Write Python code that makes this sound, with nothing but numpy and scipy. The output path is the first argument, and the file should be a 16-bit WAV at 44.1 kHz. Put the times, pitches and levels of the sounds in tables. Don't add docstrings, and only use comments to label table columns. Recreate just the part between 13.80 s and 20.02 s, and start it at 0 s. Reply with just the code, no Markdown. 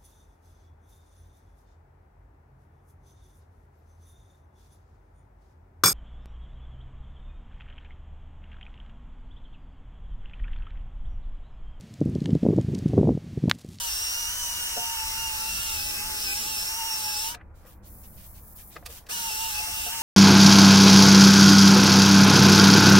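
import sys
import numpy as np
from scipy import signal
from scipy.fft import rfft, irfft
from scipy.io import wavfile
from scipy.ndimage import uniform_filter1d

SR = 44100
rng = np.random.default_rng(int(sys.argv[2]) if len(sys.argv) > 2 else 0)


def dump(signal):
    limited = np.clip(np.atleast_2d(signal).T, -1, 1)
    pcm = np.round(limited * 32767).astype(np.int16)
    wavfile.write(sys.argv[1], SR, pcm)


N = 274302

# start_s, hum_hz
SPEED_RUNS = [
    [(0.0, 961), (0.015, 958), (0.065, 930), (0.1, 890), (0.115, 878), (0.13, 882), (0.15, 890),
     (0.195, 886), (0.229, 911), (0.269, 890), (0.314, 911), (0.359, 899), (0.399, 925), (0.454, 906),
     (0.504, 941), (0.529, 953), (0.559, 963), (0.579, 954), (0.609, 960), (0.683, 940), (0.893, 923),
     (1.003, 907.5), (1.043, 916), (1.102, 912), (1.137, 919), (1.172, 897), (1.222, 888), (1.302, 892),
     (1.352, 888), (1.407, 903), (1.432, 903), (1.482, 891.5), (1.527, 880), (1.551, 876), (1.656, 876),
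     (1.671, 889), (1.761, 879), (1.826, 898), (1.896, 886), (1.966, 864), (2.0, 819), (2.035, 851),
     (2.065, 854), (2.08, 842), (2.115, 858), (2.135, 841), (2.22, 839), (2.24, 869), (2.28, 880),
     (2.385, 849), (2.42, 845), (2.464, 844.4), (2.484, 811), (2.504, 815), (2.554, 830), (2.584, 877),
     (2.594, 876), (2.604, 869), (2.629, 834), (2.644, 826), (2.654, 836), (2.674, 876), (2.684, 889),
     (2.714, 887), (2.764, 852), (2.789, 852), (2.809, 851), (2.834, 879.5), (2.873, 858), (2.888, 870),
     (2.903, 890), (2.948, 882), (2.968, 904), (2.988, 920), (3.028, 888), (3.073, 913), (3.138, 874),
     (3.218, 868), (3.263, 855), (3.317, 864.6), (3.357, 840.5), (3.397, 859), (3.417, 888), (3.447, 887),
     (3.497, 928), (3.517, 960), (3.527, 960), (3.56, 922)],
    [(5.292, 596), (5.302, 703), (5.312, 855), (5.333, 944), (5.348, 950), (5.363, 919), (5.383, 915),
     (5.408, 928), (5.428, 905), (5.448, 899), (5.478, 907), (5.498, 871), (5.507, 863), (5.522, 862),
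     (5.547, 878), (5.587, 882), (5.617, 906), (5.687, 895.5), (5.717, 862), (5.742, 843), (5.762, 861),
     (5.787, 851), (5.852, 881), (5.907, 871), (5.932, 884), (5.966, 876), (5.986, 901), (6.016, 881),
     (6.036, 849), (6.066, 881.6), (6.086, 858), (6.106, 882), (6.121, 897), (6.131, 920), (6.156, 911),
     (6.181, 891), (6.22, 900)],
]
# start_s, port_delay_ms, hum_lean_db (positive leans right)
PORT_PATH = [(0, 0.23, -7), (.3, 0.19, 2), (.6, 0.15, -1), (.9, 0.15, 3), (1.2, 0.16, 1), (1.5, .17, 5),
             (1.72, 0.21, -2), (1.9, 0.25, 10), (2.07, .21, -4), (2.25, 0.13, -8), (2.57, 0.27, 0.67),
             (2.73, 0.23, 3), (2.9, 0.17, -1), (3.06, 0.14, 1), (3.23, 0.22, 1.5), (3.56, 0.24, -4),
             (5.3, 0.22, -2), (5.47, 0.23, 3), (5.65, 0.26, 9), (5.9, 0.15, 7), (6.0, 0.23, 13),
             (6.06, 0.25, 10), (6.14, 0.091, -4), (6.22, 0.17, -1)]
TEETH, HUM_ORDER = 28, 9
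USUAL_HUM_HZ, USUAL_LAG_MS = 885, .19
STOP_S, RUN_DOWN_S, RUN_DOWN_DB = 3.558, 0.083, -20.5
START_S, RUN_UP_S = 5.288, 0.012
PATCHY_DB = .8


def amp(db):
    return 10 ** (np.asarray(db) / 20)


def evened(x):
    return x / np.sqrt(np.mean(x ** 2) + 1e-20)


def read(points, hz):
    f, value = np.transpose(points)
    return np.interp(np.log(hz + 1), np.log(f + 1), value)


def columns(tables, t):
    s, *cols = np.concatenate(tables).T
    return [np.interp(t, s, c) for c in cols]


def running(tables, t, fade):
    total = 0
    for table in tables:
        first_s, last_s = table[0][0], table[-1][0]
        since = t - first_s + fade * (first_s == 0)
        left = last_s - t + fade * (table is tables[-1])
        total = total + np.clip(np.minimum(since, left) / fade, 0, 1)
    return total


def wander(count, length):
    return evened(uniform_filter1d(uniform_filter1d(rng.standard_normal(count), length), length))


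def noise(gain, same, patchy_db, size=512):
    shape = (size // 2 + 1, 4 * N // size + 5)
    a, b, c, d, patches = rng.standard_normal(shape[::-1] + (5,)).T
    patches = uniform_filter1d(patches, size=6, axis=0)
    patches = evened(uniform_filter1d(patches, size=16, axis=1))
    same = np.clip(same, -1, 1)
    mid = np.sqrt(1 + same) * (a + 1j * b)
    side = np.sqrt(1 - same) * (c + 1j * d)
    z = np.array([mid + side, mid - side]) * amp(patchy_db * patches)
    plain = signal.istft(z[0], nperseg=size, noverlap=size * 3 // 4)[1]
    shaped = signal.istft(z * gain, nperseg=size, noverlap=size * 3 // 4)[1]
    return shaped[:, :N] / plain.std()


def add(mix, s, sound, pan_db):
    part = mix[:, round(s * SR):][:, :len(sound)]
    part += sound[:part.shape[1]] * amp([[pan_db / 2], [-pan_db / 2]])


def gestures(rows, t, rise, fall):
    total = 0
    for s, length, db in rows:
        opening = np.clip((t - s) / rise, 0, 1)
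        closing = np.exp(-np.maximum(t - s - length + 2 * fall, 0) / fall)
        total = total + amp(db) * opening * closing
    return total


def whine(flutter, jitter, flicker_db):
    # start_s, hum_db, mesh_db, octave_db,
    # strand_db (upper strand beside the mesh octave), half_mesh_db
    tone_levels = [(0.0, -47, -43.0, -52, -48.5, -70.5), (0.07, -43.5, -39, -47, -42, -66),
                   (0.14, -50, -53, -36.0, -40.0, -74), (0.21, -44, -45, -38.5, -45.0, -64),
                   (0.28, -47, -40, -35.5, -46, -60), (0.35, -46, -41.0, -38, -44.5, -48),
                   (0.42, -45.5, -43.5, -39, -40, -55.5), (0.49, -47.5, -38.0, -41, -41, -52),
                   (0.56, -53, -46, -44, -43, -51), (0.63, -50, -46, -38, -42.0, -59),
                   (0.7, -46.5, -44.5, -40.5, -38, -64), (0.77, -51, -43, -41.5, -46.0, -55),
                   (0.84, -47.5, -38, -39, -46, -51), (0.91, -49, -40.5, -45.5, -51, -71.0),
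                   (0.98, -41, -41, -39, -46.0, -52), (1.05, -39, -37, -49, -40, -56),
                   (1.12, -37, -45.5, -44.5, -41, -52), (1.19, -40.0, -36, -42.5, -49.5, -54),
                   (1.26, -43.5, -47, -41.5, -51, -60), (1.33, -43.5, -43, -43, -47.0, -59),
                   (1.4, -41.5, -37, -46, -38, -50), (1.47, -37.5, -38.5, -44, -45, -49),
                   (1.54, -42.5, -40, -49, -52, -71.0), (1.61, -42.0, -44, -42, -52.0, -48),
                   (1.68, -39.5, -40.5, -43, -52, -52), (1.75, -54, -39, -42.0, -39, -53),
                   (1.82, -53, -38, -46, -45, -50), (1.89, -44.5, -41.5, -44, -44.5, -50),
                   (1.96, -42.5, -39, -41.0, -43.5, -52), (2.03, -49, -39, -42, -46, -60.0),
                   (2.1, -49.0, -43, -45, -41.0, -65.5), (2.17, -50.5, -40.5, -44, -46, -75.5),
                   (2.24, -47.5, -44, -45, -49.5, -56.5), (2.31, -41.5, -57, -43, -56, -59),
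                   (2.38, -46.5, -45, -42, -51, -73.0), (2.45, -57, -43, -36, -42, -72.5),
                   (2.52, -46, -34, -40, -40.5, -62), (2.59, -46.5, -52, -43.0, -40, -58.5),
                   (2.66, -45, -45, -45, -50, -74.5), (2.73, -44.5, -41, -39, -42.0, -73.5),
                   (2.8, -52.5, -39.5, -38.5, -46, -72), (2.87, -42.5, -49, -40, -47, -71.0),
                   (2.94, -43.5, -43, -38, -39, -54.5), (3.01, -39, -42.5, -45, -49.0, -55),
                   (3.08, -40.5, -40, -37.0, -49, -54.5), (3.15, -42.5, -40.5, -38, -40, -61),
                   (3.22, -40.0, -46.5, -43, -42, -69), (3.29, -40.5, -37, -38.5, -40, -70.5),
                   (3.36, -46, -50.5, -35, -44.5, -58), (3.43, -38.5, -43.0, -38.5, -46.0, -73),
                   (3.5, -44.5, -43.5, -44.5, -49.5, -67), (5.3, -52.5, -41, -41, -54.5, -70),
                   (5.37, -49, -44.5, -48, -44.5, -51), (5.44, -42, -39.5, -44, -50.5, -49),
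                   (5.51, -43.5, -40.5, -40.0, -51, -59.0), (5.58, -40.5, -42.5, -42, -54, -54.0),
                   (5.65, -41, -37, -47, -50, -57), (5.72, -44, -48, -45, -49.0, -61.5),
                   (5.79, -40.5, -32, -39, -45.0, -58), (5.86, -45, -44, -47, -54, -76.0),
                   (5.93, -47, -45, -49, -53, -72.0), (6.0, -47.5, -37.5, -47, -54, -56.0),
                   (6.07, -46.0, -40.5, -55, -53, -54), (6.14, -39, -41, -50, -51.0, -70.5),
                   (6.21, -41, -44.5, -60, -55.5, -59.0), (6.22, -31, -44.5, -54, -55.0, -60.5)]
    # start_s, hum_turns, mesh_turns, octave_turns
    left_leads = [(0.0, -0.029, -0.04, -0.53), (0.07, -0.39, -0.14, 0.012), (0.14, -0.48, -0.19, 0.13),
                  (0.21, -0.46, -0.2, 0.01), (0.28, -0.51, -0.32, -0.0), (0.35, -0.41, -0.6, 0.0),
                  (0.42, -0.22, -0.81, -0.0), (0.49, -0.3, -0.54, -0.0), (0.56, -0.074, -0.22, 0.13),
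                  (0.63, -0.22, -0.058, -0.15), (0.7, -0.13, 0.17, 0.0), (0.77, -0.28, 0.31, 0.036),
                  (0.84, -0.3, 0.41, 0.31), (0.91, -0.16, 0.78, 0.044), (0.98, -0.22, 0.53, 0.33),
                  (1.05, 0.01, 0.51, 0.47), (1.12, -0.17, 0.73, 0.26), (1.19, -0.14, 0.49, 0.15),
                  (1.26, 0.048, 0.58, -0.2), (1.33, -0.17, 0.47, 0.01), (1.4, -0.05, 0.21, -0.07),
                  (1.47, -0.11, 0.31, -0.2), (1.54, -0.19, 0.5, 0.24), (1.61, -0.26, 0.5, -0.41),
                  (1.68, -0.15, 0.84, 0.021), (1.75, -0.37, 0.67, -0.33), (1.82, -0.74, 0.37, -0.73),
                  (1.89, -0.56, 0.17, -0.37), (1.96, -0.79, 0.44, -0.11), (2.03, -0.88, 0.29, -0.12),
                  (2.1, -0.68, 0.65, 0.044), (2.17, -0.73, 0.29, -0.01), (2.24, -0.92, 0.29, 0.01),
                  (2.31, -0.79, 0.51, -0.16), (2.38, -0.72, 0.55, -0.034), (2.45, -1.06, 0.35, 0.0018),
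                  (2.52, -0.82, 0.51, -0.05), (2.59, -0.81, 0.42, -0.16), (2.66, -0.095, 0.64, 0.0068),
                  (2.73, -0.23, 0.77, 0.28), (2.8, -0.021, 0.45, 0.0), (2.87, 0.4, 0.39, -0.015),
                  (2.94, 0.12, 0.62, 0.0), (3.01, 0.052, 0.71, -0.052), (3.08, 0.017, 0.26, 0.15),
                  (3.15, 0.27, 0.66, -0.06), (3.22, 0.25, 0.49, -0.058), (3.29, 0.19, 0.53, 0.094),
                  (3.36, 0.056, -0.035, -0.11), (3.43, 0.34, 0.25, 0.04), (3.5, 0.23, -0.0047, 0.31),
                  (5.3, 0.25, -0.31, -0.11), (5.37, -0.15, 0.22, 0.09), (5.44, -0.13, 0.77, -0.054),
                  (5.51, -0.22, 0.07, -0.061), (5.58, -0.34, -0.28, 0.18), (5.65, -0.19, -0.14, -0.17),
                  (5.72, -0.32, 0.23, -0.28), (5.79, -0.22, 0.4, -0.0049), (5.86, -0.21, 0.78, 0.01),
                  (5.93, -0.24, 0.21, 0.052), (6.0, -0.26, 0.65, -0.16), (6.07, -0.82, 0.64, 0.09),
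                  (6.14, -0.78, 0.62, 0.13), (6.21, -0.78, 0.69, 0.089), (6.22, -0.74, 0.64, 0.03)]
    near_mesh, near_mesh_db = [18, 26, 27, 29, 30, 31], [-20, -16, -14, -21, -16, -18]
    near_octave, near_octave_db = [49, 52, 54, 60, 63, 64, 84, 86], [-14, -14, -10, -14, -14, -13, -10, -9]
    # order; level_db at usual speed, slope_db per 1% of sag
    loaded_orders, loaded_levels = [12, 13, 15, 16, 17, 21, 22, 3, 7, 4.5], [(-64.5, 0.29), (-63, 0), (-60.5, -0.12),
                                                           (-63.5, -0.5), (-59.5, 1.6), (-60.5, 0),
                                                           (-58, 0.38), (-70, 0.81), (-64.5, 0.39),
                                                           (-67.5, 0.67)]
    engaged_hum_hz, slack_db_per_hz = 840, .1
    flutter_db_per_sag = .8
    drift_turns = .2
    hum_drift_db, mesh_drift_db, octave_drift_db = 1.5, 2.5, 2.5
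    tone_wobble_db = 1.5
    grain_db, mesh_grain_db = 2.5, 1.5

    t, side = np.arange(N) / SR, np.array([[.5], [-.5]])
    hum_hz = columns(SPEED_RUNS, t)[0]
    hum_db, mesh_db, octave_db, strand_db, half_db = columns([tone_levels], t)
    lag_ms, lean_db = columns([PORT_PATH], t)

    slack_db = slack_db_per_hz * np.maximum(engaged_hum_hz - hum_hz, 0) * (t > START_S)
    run_down = np.clip(1 - (STOP_S - t) / RUN_DOWN_S, 0, 1)
    slack_db -= RUN_DOWN_DB * run_down ** 2 * (t < START_S)
    mesh_db, octave_db, strand_db = mesh_db - slack_db, octave_db - slack_db, strand_db - slack_db

    sag = np.clip(100 * (1 - uniform_filter1d(hum_hz, size=6000) / USUAL_HUM_HZ), -8, 6)
    slow_flutter = flutter * amp(flutter_db_per_sag * sag) * wander(N, length=500)
    shaft_hz = hum_hz / HUM_ORDER * (1 + slow_flutter + jitter * wander(N, length=90))
    turns = np.cumsum(shaft_hz) / SR
    lead = shaft_hz * lag_ms / 1000

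    def order(k, db, pan_db=0, ahead=None, wobble_db=flicker_db):
        if ahead is None:
            ahead = k * lead + drift_turns * wander(N, length=2000)
        phase = 2 * np.pi * (k * turns + side * ahead + rng.random())
        level_db = db + side * pan_db + wobble_db * wander(N, length=1200)
        return np.sqrt(2) * amp(level_db) * np.sin(phase)

    def grain(depth_db):
        return depth_db * wander(N, length=200)

    hum_ahead, mesh_ahead, octave_ahead = columns([left_leads], t)
    hum_pan = hum_drift_db * wander(N, length=3000) - lean_db
    mesh_pan = mesh_drift_db * wander(N, length=3000)
    octave_pan = octave_drift_db * wander(N, length=3000)
    out = order(HUM_ORDER, hum_db, hum_pan, hum_ahead, wobble_db=2.0)
    out += order(TEETH, mesh_db + grain(mesh_grain_db), mesh_pan, mesh_ahead, tone_wobble_db)
    out += order(2 * TEETH, octave_db + grain(grain_db), octave_pan, octave_ahead, tone_wobble_db)
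    out += order(2 * TEETH + 2, strand_db + grain(grain_db), wobble_db=tone_wobble_db)
    out += order(TEETH / 2, half_db, wobble_db=tone_wobble_db)
    for k, db in zip(near_mesh, near_mesh_db):
        out += order(k, mesh_db + db)
    for k, db in zip(near_octave, near_octave_db):
        out += order(k, octave_db + db)
    for k, (db, slope_db) in zip(loaded_orders, loaded_levels):
        out += order(k, db + slope_db * sag)
    return out * running(SPEED_RUNS, t, fade=0.014)


def hiss():
    # pitch_hz, level_db per Hz
    hiss_colour = [(250, -15), (500, -17.5), (1000, -4), (1500, -2.5), (2300, -5), (3500, -1.5),
                   (5000, -3.5), (7300, -1.5), (10000, -2), (16000, 0)]
    # mesh_multiple, width_hz, level_db
    mesh_humps = [(.5, 420, -1.5), (1, 330, 5.5), (2, 2100, 1.5)]
    # pitch_hz, width_hz, level_db
    casing_modes = [(1620, 130, 3), (5500, 600, 4), (6650, 250, 2), (8550, 520, 5.5)]
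    # pitch_hz, share (0-1)
    alike_share = [(300, 1), (1500, 1), (3500, 1), (6500, 0.52), (9000, 0.01), (13000, .05)]
    base_db, db_per_ms = -30, 12
    low_hold, low_most_db = 0.81, 17

    hz = np.fft.rfftfreq(512, 1 / SR)[:, None]
    t = np.arange(N // 128 + 5) * 128 / SR
    mesh_hz = columns(SPEED_RUNS, t)[0] * TEETH / HUM_ORDER
    lag_ms = columns([PORT_PATH], t)[0]
    down = np.clip(1 - (STOP_S - t) / RUN_DOWN_S, 0, 1)
    up = np.maximum(t - START_S, 1e-4) / RUN_UP_S
    change_db = db_per_ms * (lag_ms - USUAL_LAG_MS)
    change_db += np.where(t < STOP_S, RUN_DOWN_DB * down ** 2, 20 * np.log10(1 - np.exp(-up)))
    low_db = np.minimum(-low_hold * change_db, low_most_db)

    colour_db = read(hiss_colour, hz) + low_db / (1 + (hz / 2000) ** 4)
    colour_db += sum(db * np.exp(-((hz - k * mesh_hz) / width) ** 2) for k, width, db in mesh_humps)
    colour_db += sum(db * np.exp(-((hz - mode) / width) ** 2) for mode, width, db in casing_modes)
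    same = read(alike_share, hz) * np.cos(2 * np.pi * hz * lag_ms / 1000)
    on = (t < STOP_S) | (t > START_S)
    air = noise(amp(colour_db + base_db + change_db) * on, same, patchy_db=PATCHY_DB)
    return air * amp(0.4 * wander(N, length=25))


def brushing():
    # start_s, length_s, level_db
    sweep_rows = [(3.745, 0.19, -68), (3.856, 0.14, -55.5), (4.045, 0.75, -51), (4.75, 0.21, -48.5),
                  (4.91, 0.19, -61), (5.08, 0.16, -48), (5.255, 0.036, -52)]
    # start_s, length_s, level_db
    stroke_rows = [(3.738, 0.22, -70.5), (3.848, 0.12, -69), (4.022, 0.085, -61), (4.22, 0.062, -59.5),
                   (4.32, 0.047, -66), (4.36, 0.12, -60), (4.533, 0.083, -59.5), (4.765, 0.081, -57),
                   (4.9, 0.092, -57), (4.966, 0.18, -70), (5.084, 0.13, -52), (5.203, 0.12, -73)]
    # pitch_hz, level_db per Hz
    fizz_colour, scrape_colour = [(2500, -31), (5000, -16.5), (8000, -10), (12000, 0), (16000, 1.5)], [(600, -18), (1500, -5.5), (2700, -1), (6000, -1.5),
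                                                (9000, -2.5), (16000, -9)]

    t, hz = np.arange(N) / SR, np.fft.rfftfreq(512, 1 / SR)[:, None]
    sweep = gestures(sweep_rows, t, rise=.016, fall=0.033)
    press = gestures(stroke_rows, t, rise=0.023, fall=0.015)
    fizz = noise(amp(read(fizz_colour, hz) + 4.5), .05, patchy_db=PATCHY_DB)
    scrape = noise(amp(read(scrape_colour, hz) + 8.0), 0.045, patchy_db=-1.5)
    rough_db = 0.99 * wander(N, length=120) + 1.2 * wander(N, length=1800)
    return (sweep * fizz + press * scrape) * amp(rough_db)


def handling():
    # start_s, peak_db before pan, pan_db (left over right)
    knock_rows = [(0.970, -29.5, 5), (1.019, -41, -1.5), (3.548, -44.5, 3), (5.499, -46, 3),
                  (5.796, -43, -8), (5.873, -42, -8), (6.063, -34.5, 5)]
    # pitch_hz, relative level_db, t60_s
    hollow_modes = [(253, -3.5, 0.097), (330, -13.5, .06), (454.3, -7.5, 0.12), (604, -1, .05),
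                    (673, 3, 0.047), (713, 7.5, 0.1), (1520, -14, 0.066)]
    # peak_s, relative level_db, centre_hz, width_octaves, rise_s, fall_s,
    # pan_db (left over right)
    click_rows = [(0.974, -33.5, 520, 0.59, 0.0061, 0.012, -5),
                  (3.549, -28.5, 2304, 1.22, 0.0037, 0.003, 2),
                  (3.571, -49.5, 1311, 0.66, 0.0036, 0.038, 0),
                  (3.614, -42, 1510, 0.55, 0.0084, 0.0035, -0.5), (3.854, -49, 803, 0.87, 0.009, 0.044, 3),
                  (4.762, -50.5, 6950, 1.3, 0.00056, 0.006, -1), (4.797, -53, 2300, 0.44, 0.0044, 0.008, 0),
                  (4.966, -32, 456, 0.5, 0.0043, 0.008, -3), (4.967, -29.5, 1360, 1.07, 0.0039, 0.0047, 2),
                  (5.027, -38.5, 950, 0.8, 0.0012, 0.0042, 1),
                  (5.063, -27.5, 4700, 2.5, 0.0034, 0.0077, -4.5), (5.1, -42, 550, 0.79, 0.0076, 0.011, -2),
                  (5.133, -48, 906, 1, 0.005, 0.0064, -2), (5.268, -42, 1988, 1.8, 0.0026, 0.0082, 1),
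                  (5.297, -34.5, 1188, 1.9, 0.0037, 0.0037, 1)]
    # pitch_hz, width_hz, level_db
    body_modes = [(495, 170, 11), (660, 150, 8), (1230, 140, 9), (1620, 120, 9), (1950, 150, 7),
                  (2500, 300, 6), (4750, 950, 6)]

    out, t = np.zeros((2, N)), np.arange(4096) / SR
    ring = sum(amp(db - 60 * t / t60) * np.sin(2 * np.pi * f * t) for f, db, t60 in hollow_modes)
    ring = ring * (1 - np.exp(-t / 0.0038))
    for s, db, pan_db in knock_rows:
        add(out, s, amp(db) * ring / abs(ring).max(), pan_db)

    f = np.fft.rfftfreq(len(t), 1 / SR) + 1
    body = amp(sum(db / (1 + (2 * (f - hz) / width) ** 2) for hz, width, db in body_modes))
    for s, db, hz, octaves, rise, fall, pan_db in click_rows:
        colour = body * np.exp(-.5 * (np.log2(f / hz) / octaves) ** 2)
        late = t - 5 * rise
        shape = np.exp(-abs(late) / np.where(late < 0, rise, fall))
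        burst = evened(irfft(rfft(rng.standard_normal(len(t))) * colour)) * shape
        add(out, s - 5 * rise, amp(db) * burst / 2, pan_db)
    return out


def walls(x, wet_db, t60, top_hz):
    t = np.arange(8192) / SR
    dull = signal.lfilter(*signal.butter(1, top_hz, fs=SR), rng.standard_normal((2, len(t))))
    tail = dull * amp(-60 * t / t60)
    echo = signal.fftconvolve(x, tail / np.linalg.norm(tail[0]), axes=1)[:, :N]
    return x + amp(wet_db) * echo


def engine():
    # start_s, base_hz, level_db before the harmonic levels
    pull_away = [(1.85, 72.55, -77), (2.0, 78, -59), (2.15, 85.8, -66), (2.35, 99.97, -60.5),
                 (2.5, 106.5, -56), (2.65, 114.2, -60), (2.8, 120.8, -75)]
    multiples, multiples_db = [2, 3, 4, 5], [1.5, -2, -0.5, -10]
    pan_db = 6

    t = np.arange(N) / SR
    hz, db = columns([pull_away], t)
    turns = np.cumsum(hz * (1 + 0.014 * wander(N, length=800))) / SR
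    tone = 0
    for k, d in zip(multiples, multiples_db):
        tone = tone + amp(d + 3.7 * wander(N, length=1500)) * np.sin(2 * np.pi * k * turns)
    on = running([pull_away], t, fade=.05) * (t < pull_away[-1][0])
    return tone * amp(db) * on * amp([[pan_db / 2], [-pan_db / 2]])


def yard():
    # pitch_hz, level_db per Hz
    traffic_colour = [(13, -56), (22, -3.5), (62, -0.5), (147, -18), (202, -16), (262, -24), (313, -19),
                      (382, -30), (458, -26), (696, -26.5), (833, -25), (1240, -30), (2450, -42),
                      (2600, -50), (3380, -68), (5720, -120)]
    # pitch_hz, likeness (-1 to 1)
    likeness = [(60, 0.904), (180, 0.96), (550, 0.58), (1650, 0.33), (4970, 0.36), (15000, 0.036)]
    # start_s, deep_db, drone_db
    traffic_swell = [(0, 0, -5), (1.2, 0.5, 0.5), (2.2, 2.5, 5), (3, -2.5, 0), (4.2, 1, 0.5), (5.6, -1, 0),
                     (6.22, -3, 1.5)]
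    level_db = -47.5

    hz, count = np.fft.rfftfreq(2048, 1 / SR)[:, None], N // 512 + 5
    deep = 1 / (1 + (hz / 125) ** 4)
    high = 1 / (1 + (500 / (hz + 1)) ** 4)
    slow_deep_db, slow_drone_db = columns([traffic_swell], np.arange(count) * 512 / SR)
    deep_db = slow_deep_db + 0.9 * wander(count, length=8)
    drone_db = slow_drone_db + 2 * wander(count, length=8)
    swell_db = deep * deep_db + (1 - deep) * (1 - high) * drone_db
    shape = evened(amp(read(traffic_colour, hz)))
    return amp(level_db) * noise(shape * amp(swell_db), read(likeness, hz), patchy_db=1.5, size=2048)


def scene():
    near = walls(hiss() + brushing() + handling(), wet_db=-11.0, t60=0.07, top_hz=4564)
    tones = whine(flutter=.001, jitter=.0016, flicker_db=3)
    return near + tones + yard() + engine()


def record(dry):
    self_noise_db, edge_hz = -83, 15900
    wet = dry + amp(self_noise_db) * rng.standard_normal(dry.shape)
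    band = signal.firwin(511, edge_hz, window=("kaiser", 9), fs=SR)
    return signal.oaconvolve(wet, band[None], "same")


dry = scene()
out = record(dry)
dump(out)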